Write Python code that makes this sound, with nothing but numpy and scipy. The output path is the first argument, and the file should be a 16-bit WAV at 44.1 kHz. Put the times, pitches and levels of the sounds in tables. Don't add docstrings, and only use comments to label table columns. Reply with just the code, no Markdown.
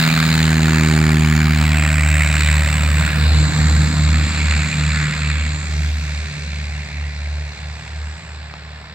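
import sys
import numpy as np
from scipy import signal
from scipy.fft import rfft, irfft, next_fast_len
from scipy.io import wavfile

SR = 44100
rng = np.random.default_rng(int(sys.argv[2]) if len(sys.argv) > 2 else 0)


def transcribe(signal):
    frames = np.atleast_2d(signal).T
    limited = np.clip(frames, -1, 1)
    pcm = np.round(limited * 32767).astype(np.int16)
    wavfile.write(sys.argv[1], SR, pcm)


def invert_db(level):
    return 10 ** (np.asarray(level, dtype=float) / 20)


N = 394254

# freq_hz, side_minus_mid_db
SIDE_SPECTRUM = [(60, -33), (110, -1.5), (200, -12), (380, -17), (700, -14.5), (1290, -13.5), (2380, -9.5),
                 (4400, -8.5), (8120, -7.5), (15000, -5.5)]
# start_s, level_db
WOODS_ROAR = [(0, -32), (.4, -32), (1, -32.5), (1.5, -32.5), (2.6, -36), (3.8, -30), (4.4, -34.5), (5, -37),
              (6.3, -47), (7, -48.5), (7.7, -55), (8.94, -54.5)]


def rms_one(x):
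    return x / np.sqrt(np.mean(x ** 2) + 1e-20)


def to_db(gain):
    return 20 * np.log10(gain + 1e-6)


def in_time(rows):
    s, *columns = np.transpose(rows)
    return [np.interp(np.arange(N) / SR, s, c) for c in columns]


def at_hz(points, hz):
    point_hz, value = np.transpose(points)
    return np.interp(np.log(hz), np.log(point_hz), value)


def axis():
    size = next_fast_len(N)
    return size, np.maximum(np.arange(size // 2 + 1) * SR / size, 1)


def drift(rate_hz):
    r = np.exp(-80 * np.pi * rate_hz / SR)
    slow = signal.lfilter([1], [1, -2 * r, r * r], rng.standard_normal(N // 40 + 2002))
    slow = rms_one(slow[2000:])
    return np.interp(np.arange(N) / 40, np.arange(len(slow)), slow)


def bell(t, centre, width):
    return np.exp(-((t - centre) / width) ** 2 / 2)


def ridge(t, peak_db, centre_s, rise, fall):
    round_s = 0.24
    late_s = t - centre_s
    return peak_db - np.where(late_s < 0, rise, fall) * (np.hypot(late_s, round_s) - round_s)


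def to_ports(mid, side, hz):
    # freq_hz, left_minus_right_db
    port_lean = [(60, -0.5), (110, 10), (200, -6), (380, -1.5), (700, -2.5), (1290, 0.5), (2380, -3),
                 (4400, 1.5), (8120, -4), (15000, -0.5)]
    lean = invert_db(at_hz(port_lean, hz) / 2)
    return np.array([(mid + side) * lean, (mid - side) / lean])


def order(k, firings, level_db):
    phase_rad = -1.7 - .36 * k
    return np.sqrt(2) * invert_db(level_db) * np.cos(2 * np.pi * k * firings + phase_rad)


def direct_levels(t):
    # start_s, level_db
    firing_tone = [(0, -37), (.15, -30), (.4, -21.5), (1, -19.5), (1.6, -16.5), (2.1, -15), (2.6, -15.5),
                   (3.3, -17), (4.3, -25), (5.1, -23.5), (6, -28), (7.1, -25.5), (7.8, -31.5), (8.94, -38)]
    # peak_db, peak_s, rise_db_per_s, fall_db_per_s, astern_under_firing_db
    disc_sweep = [
        (-14.5, 1.16, 2, 12.5, -9),
        (-22, 1.29, 4, 25, -26),
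        (-28, 0.84, 30, 11.5, -38.5),
        (-32.5, 1.025, 16.5, 66, -39),
    ]
    # order, centre_s, width_s, level_db
    order_swells = [
        (3, 4.15, .3, -37),
        (3, 4.9, .35, -43),
        (5, 1.45, .15, -45),
        (4, 3.85, .45, -38),
        (5, 3.2, .2, -50),
        (4, 5.5, .4, -49),
    ]
    first_db, = in_time(firing_tone)
    levels = [first_db]
    for k, (*sweep, astern_db) in enumerate(disc_sweep, 2):
        passed = (t > sweep[1]) * (1 - bell(t, sweep[1], 0.98))
        lifted_db = 10 * np.clip((t - 6.84) / 1.5, 0, 1) * (k == 2)
        astern = invert_db(first_db + astern_db - lifted_db) * passed
        order_bumps = sum(invert_db(db) * bell(t, s, width) for n, s, width, db in order_swells if n == k)
        levels.append(to_db(invert_db(ridge(t, *sweep)) + astern + order_bumps))
    return levels


def direct_tone(firings):
    t = np.arange(N) / SR
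    levels = direct_levels(t)
    sixth_db = np.minimum(levels[4] - 2, -43) - 14 * bell(t, 1.4, .15)
    return sum(order(k, firings, db) for k, db in enumerate(levels + [sixth_db], 1))


def echo_levels(t):
    # centre_s, width_s, order_1_db, order_2_db
    stands = [(2.6, 0.62, -29, -36), (3.42, 0.2, -18, -21), (3.92, 0.24, -17.5, -19),
              (4.4, 0.26, -19.5, -37), (4.88, 0.24, -27.5, -21), (5.32, 0.15, -34, -32.5),
              (5.72, 0.26, -19.5, -31), (6.308, 0.14, -26.5, -33.5), (6.68, 0.1, -39, -40),
              (6.94, 0.096, -28, -47), (7.4, 0.15, -27.5, -42), (7.72, 0.13, -63, -41.5),
              (8.06, 0.19, -29.5, -46), (8.6, 0.18, -47, -43), (8.9, 0.079, -47, -50)]
    # peak_db, peak_s, rise_db_per_s, fall_db_per_s
    third_ridge = (-36, 3.5, 30, 12.5)
    humps = np.array([bell(t, s, width) for s, width, *_ in stands])
    first_db, second_db = to_db(invert_db(np.array(stands)[:, 2:].T) @ humps)
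    third_db = ridge(t, *third_ridge)
    return [first_db, second_db, third_db, third_db - 5.5]


def tree_echo(firings, leads):
    levels = echo_levels(np.arange(N) / SR)
    return sum(order(k + 1, firings + leads[min(k, 1)], db) for k, db in enumerate(levels))


def woods_swing():
    return in_time(WOODS_ROAR)[0] + 39


def odd_turns(k):
    # order, centre_s, width_s, level_db
    turn_list = [
        (1.5, 5.26, 0.7, -9),
        (1.5, 1.9, .2, -3),
        (1.5, 7.8, .3, 3),
        (2.5, 4.6, .4, 6),
        (2.5, 2.8, 0.19, 6),
        (2.5, 1.7, 0.27, -6),
        (.5, 5.4, 1.3, -9),
        (3.25, 8, 1.6, -9),
        (2.75, 8.2, 1.2, -6),
    ]
    t = np.arange(N) / SR
    return sum(db * bell(t, s, width) for n, s, width, db in turn_list if abs(n - k) < .1)


def imbalance_orders(firings):
    # order, level_db
    uneven = [(0.502, -13), (1.247, -4), (1.5, 2), (1.748, -4.5), (2.25, 1.5), (2.5, -3), (2.75, -5.5),
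              (3.25, -4.5), (3.499, -39)]
    t = np.arange(N) / SR
    level_db = -39 + 0.68 * woods_swing() - 7.5 / (1 + np.exp((t - 2.3) / 0.08))
    out = 0
    for k, db in uneven:
        sway = 1 if round(4 * k) % 2 == 0 else drift(3.0)
        order_db = level_db + db + odd_turns(k) + 2.0 * drift(5.0)
        out = out + sway * order(k, firings + rng.random(), order_db)
    return out


def upper_orders(firings):
    # order, level_db
    upper = [(7, 2), (8, 2), (9, 1), (10, -3), (11, -4)]
    level_db = -46 - 31 * np.maximum(np.arange(N) / SR - 0.95, 0)
    return sum(order(k, firings, level_db + db + 1.2 * drift(2.5)) for k, db in upper)


def scattered_tone(firings):
    t = np.arange(N) / SR
    shade_db = 9 / (1 + np.exp((t - 2.5) / .3))
    level_db = -39 + woods_swing() - shade_db + 7 * bell(t, 1.35, .15)
    ahead = firings + 3.5 * t
    out = 0
    for k, db in ((2, -7.), (3, -10.), (4, -18.)):
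        out = out + drift(1.2 * k) * order(k, ahead, level_db + db)
        out = out + drift(2.3 * k) * order(k, ahead + 0.096 / k, level_db + db)
    return out


def tone(firings, leads):
    # freq_hz, left_minus_right_db
    low_lean = [(75, -.55), (150, -1.1), (230, -1.7)]
    out = direct_tone(firings) + tree_echo(firings, leads) + imbalance_orders(firings)
    out = out + upper_orders(firings) + scattered_tone(firings)
    size, hz = axis()
    port_turn_rad = .05
    turn = invert_db(at_hz(low_lean, hz) / 2) * np.exp(-1j * port_turn_rad)
    return irfft(rfft(out, size) * [turn, 1 / turn] * invert_db(0.7), size)[:, :N]


def bursts(firings, uneven_db, standouts=()):
    count = np.floor(firings + .5).astype(int)
    chance_db = uneven_db * rng.standard_normal(1000)
    for s, db in standouts:
        chance_db[count[round(s * SR)]] = 1.04 * db / 2
    cylinder_db = np.array([0, .3, -.9, .7])
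    strength_db = cylinder_db[count % 4] + chance_db[count % 1000]
    angle = 2 * np.pi * firings + .35
    hump = .5 + .5 * np.cos(angle - .4 * (1 - np.cos(angle)))
    return hump, invert_db(2 * strength_db)


def staged_noise():
    # freq_hz, level_db_per_hz
    abeam = [(330, -30), (480, -14), (650, -1.5), (1550, 4), (2330, 5), (3130, -9.5), (4190, -8),
             (5000, -15.5), (5800, -29), (6900, -12.5), (8300, -23.5), (10500, -37), (12300, -38),
             (13300, -41), (15900, -35)]
    quartering = [(330, -30), (480, -8.5), (643, 0.5), (888, -4), (1740, 0), (2450, -1), (3100, -12),
                  (3600, -11), (4070, -12.5), (4600, -15.5), (5100, -19), (6300, -23.5), (7760, -2.5),
                  (9500, -31.5), (12300, -34.5), (13300, -33), (15900, -28)]
    astern = [(330, -36), (480, -11), (862, -9), (1720, 2.5), (2330, 4.5), (3080, -5), (4260, 0),
              (5960, -21.5), (7530, -5), (8100, -17), (8850, -34.5), (10900, -35), (11600, -47),
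              (12600, -54), (14300, -45), (15900, -47)]
    far_off = [(330, -26), (480, -18.5), (700, -13.5), (1280, -10.5), (1550, -2.5), (2300, 4), (3130, -6.5),
               (4100, -0.5), (5600, -12), (6500, -15.5), (7600, -15), (9600, -36.5), (11500, -48),
               (15900, -53)]
    lift_off = [(330, -15.5), (480, -16), (700, -11), (1280, -8), (1700, -1), (2300, -1.5), (3130, -8),
                (4100, -5), (5300, -15.5), (6400, -31), (7600, -18.5), (8800, -42.5), (11500, -52),
                (15900, -56)]
    # start_s, colour_in_use (0-4)
    stage_path = [(0, 0), (1.5, 0), (1.75, 1), (3.2, 1), (3.42, 2), (5.62, 2), (5.76, 3), (7.4, 3),
                  (8.1, 4), (8.94, 4)]
    # low_hz, high_hz
    band_edges = [(450, 1200), (1200, 3100), (3100, 5900), (6500, 8800)]
    size, hz = axis()
    white = rfft(rng.standard_normal((2, size)))
    stage = np.clip(in_time(stage_path)[0], 0, 4)
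    out, base_db = 0, 0
    for k, points in enumerate((abeam, quartering, astern, far_off, lift_off)):
        share = np.clip(1 - abs(stage - k), 0, 1)
        gain = invert_db(at_hz(points, hz))
        out = out + share * irfft(white * gain, size)[:, :N]
        power = [2 * np.sum(gain[(hz > low) & (hz < high)] ** 2) / size for low, high in band_edges]
        base_db = base_db + share * 10 * np.log10(power)[:, None]
    return rfft(out, size), base_db


def swells(hz):
    # centre_s, width_s, freq_hz, level_db
    swell_list = [(0, 0.18, 7000, -6), (0, 0.49, 14000, 3.5), (0.248, 0.44, 3889, 4), (.5, 0.68, 1650, 5),
                  (1.5, 0.2, 8000, -6), (2.2, 0.36, 2180, 5), (2.4, 0.09, 3889, 4), (2.5, 0.63, 720, -6),
                  (3.25, 0.11, 7500, -3.5), (5.25, .1, 4100, -0.5), (3.5, 0.19, 760, 3.5),
                  (3.6, .5, 2160, -1), (3.4, 0.32, 3900, 1), (3.6, 0.072, 6944, 3), (4.55, 0.19, 2400, 4),
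                  (4.8, 0.3, 7500, 2.5), (5.02, 0.1, 1600, 6.5), (5.1, 0.31, 770, -4.5),
                  (5.35, 0.082, 2580, 5), (5.6, 0.13, 6650, 7), (2.1, 0.23, 3800, -5),
                  (6.3, .35, 810, -6.5), (3.7, 0.24, 2770, -6), (7, 0.17, 2150, 4), (8.17, 0.18, 7100, 7.5),
                  (8.602, .4, 14000, -6)]
    # centre_s,
    # half_length_s, freq_hz, level_db
    flat_changes = [(3.25, .18, 9900, 4), (3.3, .16, 14500, -3), (3.75, .25, 13000, 5), (4.7, .45, 12500, -2),
                    (5.47, .2, 14000, -5), (5.9, .22, 12400, 9), (5.9, .22, 14200, 6), (8.6, .45, 10200, -7),
                    (1.5, .75, 12200, -1), (3.6, .17, 9400, -3), (3.23, .14, 7600, -6), (1.1, .55, 4000, -2),
                    (2.9, 0.39, 4050, -0.5), (3.5, 0.13, 4800, -1.5), (5.8, 0.72, 2200, 1.5),
                  (1.6, .15, 1500, 0), (3.25, 0.19, 1800, -3), (1.12, 0.18, 6800, -1.5),
                  (3.1, 0.17, 1700, 5), (2.1, 0.26, 7700, 0), (5.9, 0.047, 3200, 3), (4.7, 0.12, 2250, 0.5)]
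    t = np.arange(0, N / SR + .02, .01)
    total_db = 0
    for s, width, at, db in swell_list:
        total_db = total_db + db * bell(t, s, width) * bell(np.log2(hz / at), 0, .25)
    for s, half, at, db in flat_changes:
        total_db = total_db + db * np.exp(-((t - s) / half) ** 4) * bell(np.log2(hz / at), 0, .18)
    return np.interp(np.arange(N) / SR, t, total_db)


def rasp_changes(base_db):
    # start_s, level_db
    range_path = [(0, 4), (.15, 1.5), (.6, -1), (2.2, 2), (2.9, -0.5), (3.3, 0), (4.1, -1.5), (4.5, -1),
                  (5.2, -3.5), (5.7, -9), (6.3, -9), (7, -13), (7.6, -14), (8.3, -16.5), (8.94, -17.5)]
    band_db, follows = [-33, -26.5, -30.5, -34], [.6, .95, 1.05, 1.45]
    change_db = np.c_[band_db] + np.c_[follows] * in_time(range_path)[0] - base_db
    return np.vstack([change_db, change_db[-1] + 5.5])


def rasp(firings, lead):
    # start_s, steady_share (0-1), echo_share (0-1), side_db
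    rasp_form = [(0, 0.07, 0.12, 7), (1.6, 0.33, 0, 3.5), (2.1, 0.29, 0.02, 1.5), (2.7, 0.4, 0.03, 4),
                 (3.35, 0.75, 0, 8), (4.2, 0.56, 0.33, 6.5), (5, 0.61, 0.04, 5), (5.6, 0.7, 0.02, 8.5),
                 (8.94, 0.77, 0.06, 9)]
    # start_s, level_db
    standout_list = [(0.178, 2.3), (0.203, 2.4), (0.216, -3.3), (0.241, -3.1), (0.279, -4.2), (0.367, -4.3),
                     (0.632, 3.4), (0.683, 2.4), (0.747, 2.3), (0.76, 2.8), (0.823, -4.3), (0.977, 2.5),
                     (1.067, 3.0), (1.093, 3.9), (1.119, 3.2), (1.158, -3.1), (1.249, 2.4), (1.314, -3.9),
                     (1.366, 2.9), (1.509, 2.3), (1.614, 2.8), (1.706, -3.7), (1.812, -3.3), (1.97, -3.1),
                     (2.209, 3.0), (2.355, 3.0), (2.409, 4.1), (2.729, 3.7), (2.837, 2.7), (2.984, 2.3),
                     (3.038, -4.5), (3.065, 4.0), (3.348, 2.7), (3.658, -3.2), (3.861, 3.1), (3.929, 2.6),
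                     (4.091, 2.7), (4.172, 2.5), (4.281, 2.7), (4.403, 2.5), (4.498, -4.0), (4.512, 3.8),
                     (4.525, 2.6), (4.621, 2.6), (5.043, 3.0), (5.302, 6.3), (5.316, 3.1), (5.33, -3.3),
                     (5.466, 2.5), (5.575, -3.2)]
    band_hz = [700, 2000, 4200, 7500, 13000]
    # freq_hz, share (0-1) of the side that is the mid turned in phase
    tied_share = [(400, 1), (2000, 0.85), (8000, 0.53), (16000, .45)]
    steady, echoed, side_db = in_time(rasp_form)
    steady, echoed = np.clip(steady, 0, 1), np.clip(echoed, 0, 1)
    hump, power = bursts(firings, .35, standout_list)
    late_hump, late_power = bursts(firings + lead, 1.4)
    size, hz = axis()
    noise, base_db = staged_noise()
    change_db = rasp_changes(base_db)
    noise = np.vstack([noise, -1j * noise[:1]])
    octave = np.log2(hz / 400)
    out, shared = 0, drift(1.9)
    for k in range(17):
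        centre_hz = 400 * 2 ** (k / 3)
        window = np.cos(np.pi / 2 * np.clip(3 * octave - k, -1, 1)) ** 2
        mid, loose, turned = irfft(noise * window, size)[:, :N]

        place = np.interp(np.log(centre_hz), np.log(band_hz), range(5))
        low = min(int(place), 3)
        level_db = change_db[low] * (low + 1 - place) + change_db[low + 1] * (place - low)
        level_db = level_db + swells(centre_hz)

        sharp = 1.9 + .21 * k
        direct = power * hump ** sharp
        pulse = (1 - echoed) * direct + echoed * late_power * late_hump ** sharp
        gate = np.sqrt(steady ** 2 + (1 - steady ** 2) * pulse / np.mean(direct))
        flutter_db = 0.36 * shared + 0.69 * drift(4.1) + 0.96 * drift(53)
        gain = gate * invert_db(level_db + flutter_db)

        tied = np.clip(at_hz(tied_share, centre_hz), 0, 1)
        swing_rad = 0.4 * drift(0.38)
        side = tied * (turned * np.cos(swing_rad) + 0.19 * mid * np.sin(swing_rad))
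        side = side + np.sqrt(1 - tied ** 2) * loose
        side_gain = gain * invert_db(at_hz(SIDE_SPECTRUM, centre_hz) + side_db)
        out = out + to_ports(mid * gain, side * side_gain, centre_hz)
    return out


def rumble():
    # freq_hz, level_db_per_hz
    roar_spectrum = [(18, -38), (30, -10), (50, -7.5), (100, -7.5), (190, -6), (270, -8), (350, -12.5),
                     (430, -19.5), (600, -43)]
    size, hz = axis()
    side_gain = invert_db(at_hz(SIDE_SPECTRUM, hz) + 6)
    colour = invert_db(at_hz(roar_spectrum, hz)) * [np.ones_like(hz), side_gain]
    mid, side = irfft(rfft(rng.standard_normal((2, size))) * colour, size)[:, :N]
    level_db = in_time(WOODS_ROAR)[0] + 1.5 * drift(8.6)
    return invert_db(level_db) * rms_one(to_ports(mid, side, 166))


def wall_ahead():
    # start_s, firing_rate_hz
    raised_rate = [(0, 82.6), (1, 82), (1.6, 80.9), (2.4, 80), (3.3, 80.3), (4, 80.8), (6, 80.6),
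                   (8.94, 80)]
    # order, centre_s, width_s, level_db
    raised_orders = [
        (10, 1, .6, -45),
        (9, 1.75, .5, -44.5),
        (8, 2.1, .45, -43.5),
        (7, 2.6, .6, -45),
        (6, 3.4, .35, -45),
        (5, 5.3, 1.7, -53),
        (4, 7.9, 1.0, -62),
    ]
    t = np.arange(N) / SR
    firings = np.cumsum(in_time(raised_rate)[0]) / SR
    return sum(bell(t, s, width) * order(k, firings, db + 4 * drift(9)) for k, s, width, db in raised_orders)


def tick():
    # start_s, peak_db
    knocks = [
        (8.539, -19.5),
    ]
    # freq_hz, level_db, t60_s
    shell_modes = [
        (1250, 3, .005),
        (2500, 0, .002),
        (4200, -2, .002),
    ]
    click, out = np.full(N, 1e-18), 0
    for s, db in knocks:
        click[round(s * SR)] = invert_db(db - 1)
    click = signal.sosfilt(signal.butter(4, 5500, fs=SR, output="sos"), click)
    for hz, db, t60_s in shell_modes:
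        r, w = invert_db(-60 / (t60_s * SR)), 2 * np.pi * hz / SR
        ring = signal.lfilter([0, np.sin(w)], [1, -2 * r * np.cos(w), r * r], click)
        out = out + invert_db(db) * ring
    return out * invert_db(np.array([[1.5], [-1.5]]))


def scene():
    # start_s, firing_rate_hz
    rate_path = [(0, 79.79), (.3, 79.47), (.6, 78.88), (.9, 77.98), (1.2, 77.13), (1.5, 76.39),
                 (1.8, 75.84), (2.1, 75.37), (2.4, 75.01), (3, 74.38), (3.6, 74.06), (4.5, 73.56),
                 (5.1, 73.27), (5.7, 73.22), (7.2, 72.77), (8.4, 72.52), (8.94, 72.51)]
    # start_s, order_1_lead_firings, higher_order_lead_firings
    echo_leads = [(1.5, 1.5, 3.02), (2.2, 3.25, 4.57), (2.5, 3.89, 5.4), (3.3, 5.98, 7.24),
                  (3.5, 6.41, 7.72), (4.65, 9.32, 10.6), (5, 10.25, 11.4), (5.24, 10.8, 11.94),
                  (6.04, 12.24, 13.43), (6.2, 12.21, 13.71), (6.44, 12.7, 14.14), (6.8, 13.26, 15.05),
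                  (7.04, 13.91, 15.86), (7.18, 14.78, 16.15), (7.55, 15.43, 16.68), (7.8, 16.43, 17.4),
                  (8.4, 17.97, 19.7), (8.94, 19.7, 20.96)]
    firings = np.cumsum(in_time(rate_path)[0]) / SR + .81
    leads = in_time(echo_leads)
    return tone(firings, leads) + rasp(firings, leads[0]) + rumble() + wall_ahead() + tick()


def notch(x, path, half_width_hz):
    hz, depth = in_time(path)
    turn = np.exp(2j * np.pi * np.cumsum(hz) / SR)
    r = np.exp(-2 * np.pi * half_width_hz / SR)
    picked = turn * signal.lfilter([1 - r], [1, -r], x / turn)
    return x - 2 * depth * picked.real


def low_pass(x):
    return signal.sosfilt(signal.butter(12, 16920, fs=SR, output="sos"), x)


def record(dry):
    # start_s, centre_hz, depth (0-1)
    low_notch = [(0, 3300, .3), (1.6, 3650, .3), (1.85, 3600, .8), (2.5, 3280, .85), (3.4, 3200, .85),
                 (3.6, 3050, .5), (4.8, 3100, .75), (5.6, 3000, .6), (8.94, 3100, .5)]
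    high_notch = [(0, 10200, .6), (.5, 10800, .5), (1, 11800, .7), (1.7, 12200, .75), (2.3, 12800, .6),
                  (3, 12200, .5), (3.5, 11300, .6), (5.6, 11600, .6), (8.94, 11500, .7)]
    shaded = notch(notch(dry, low_notch, 110), high_notch, 450)
    rounded = shaded / (1 + abs(shaded) ** 6) ** (1 / 6)
    top_cut = signal.ellip(12, .5, 55, 15800, fs=SR, output="sos")
    return low_pass(signal.sosfilt(top_cut, rounded))


dry = scene()
out = record(dry)
transcribe(out)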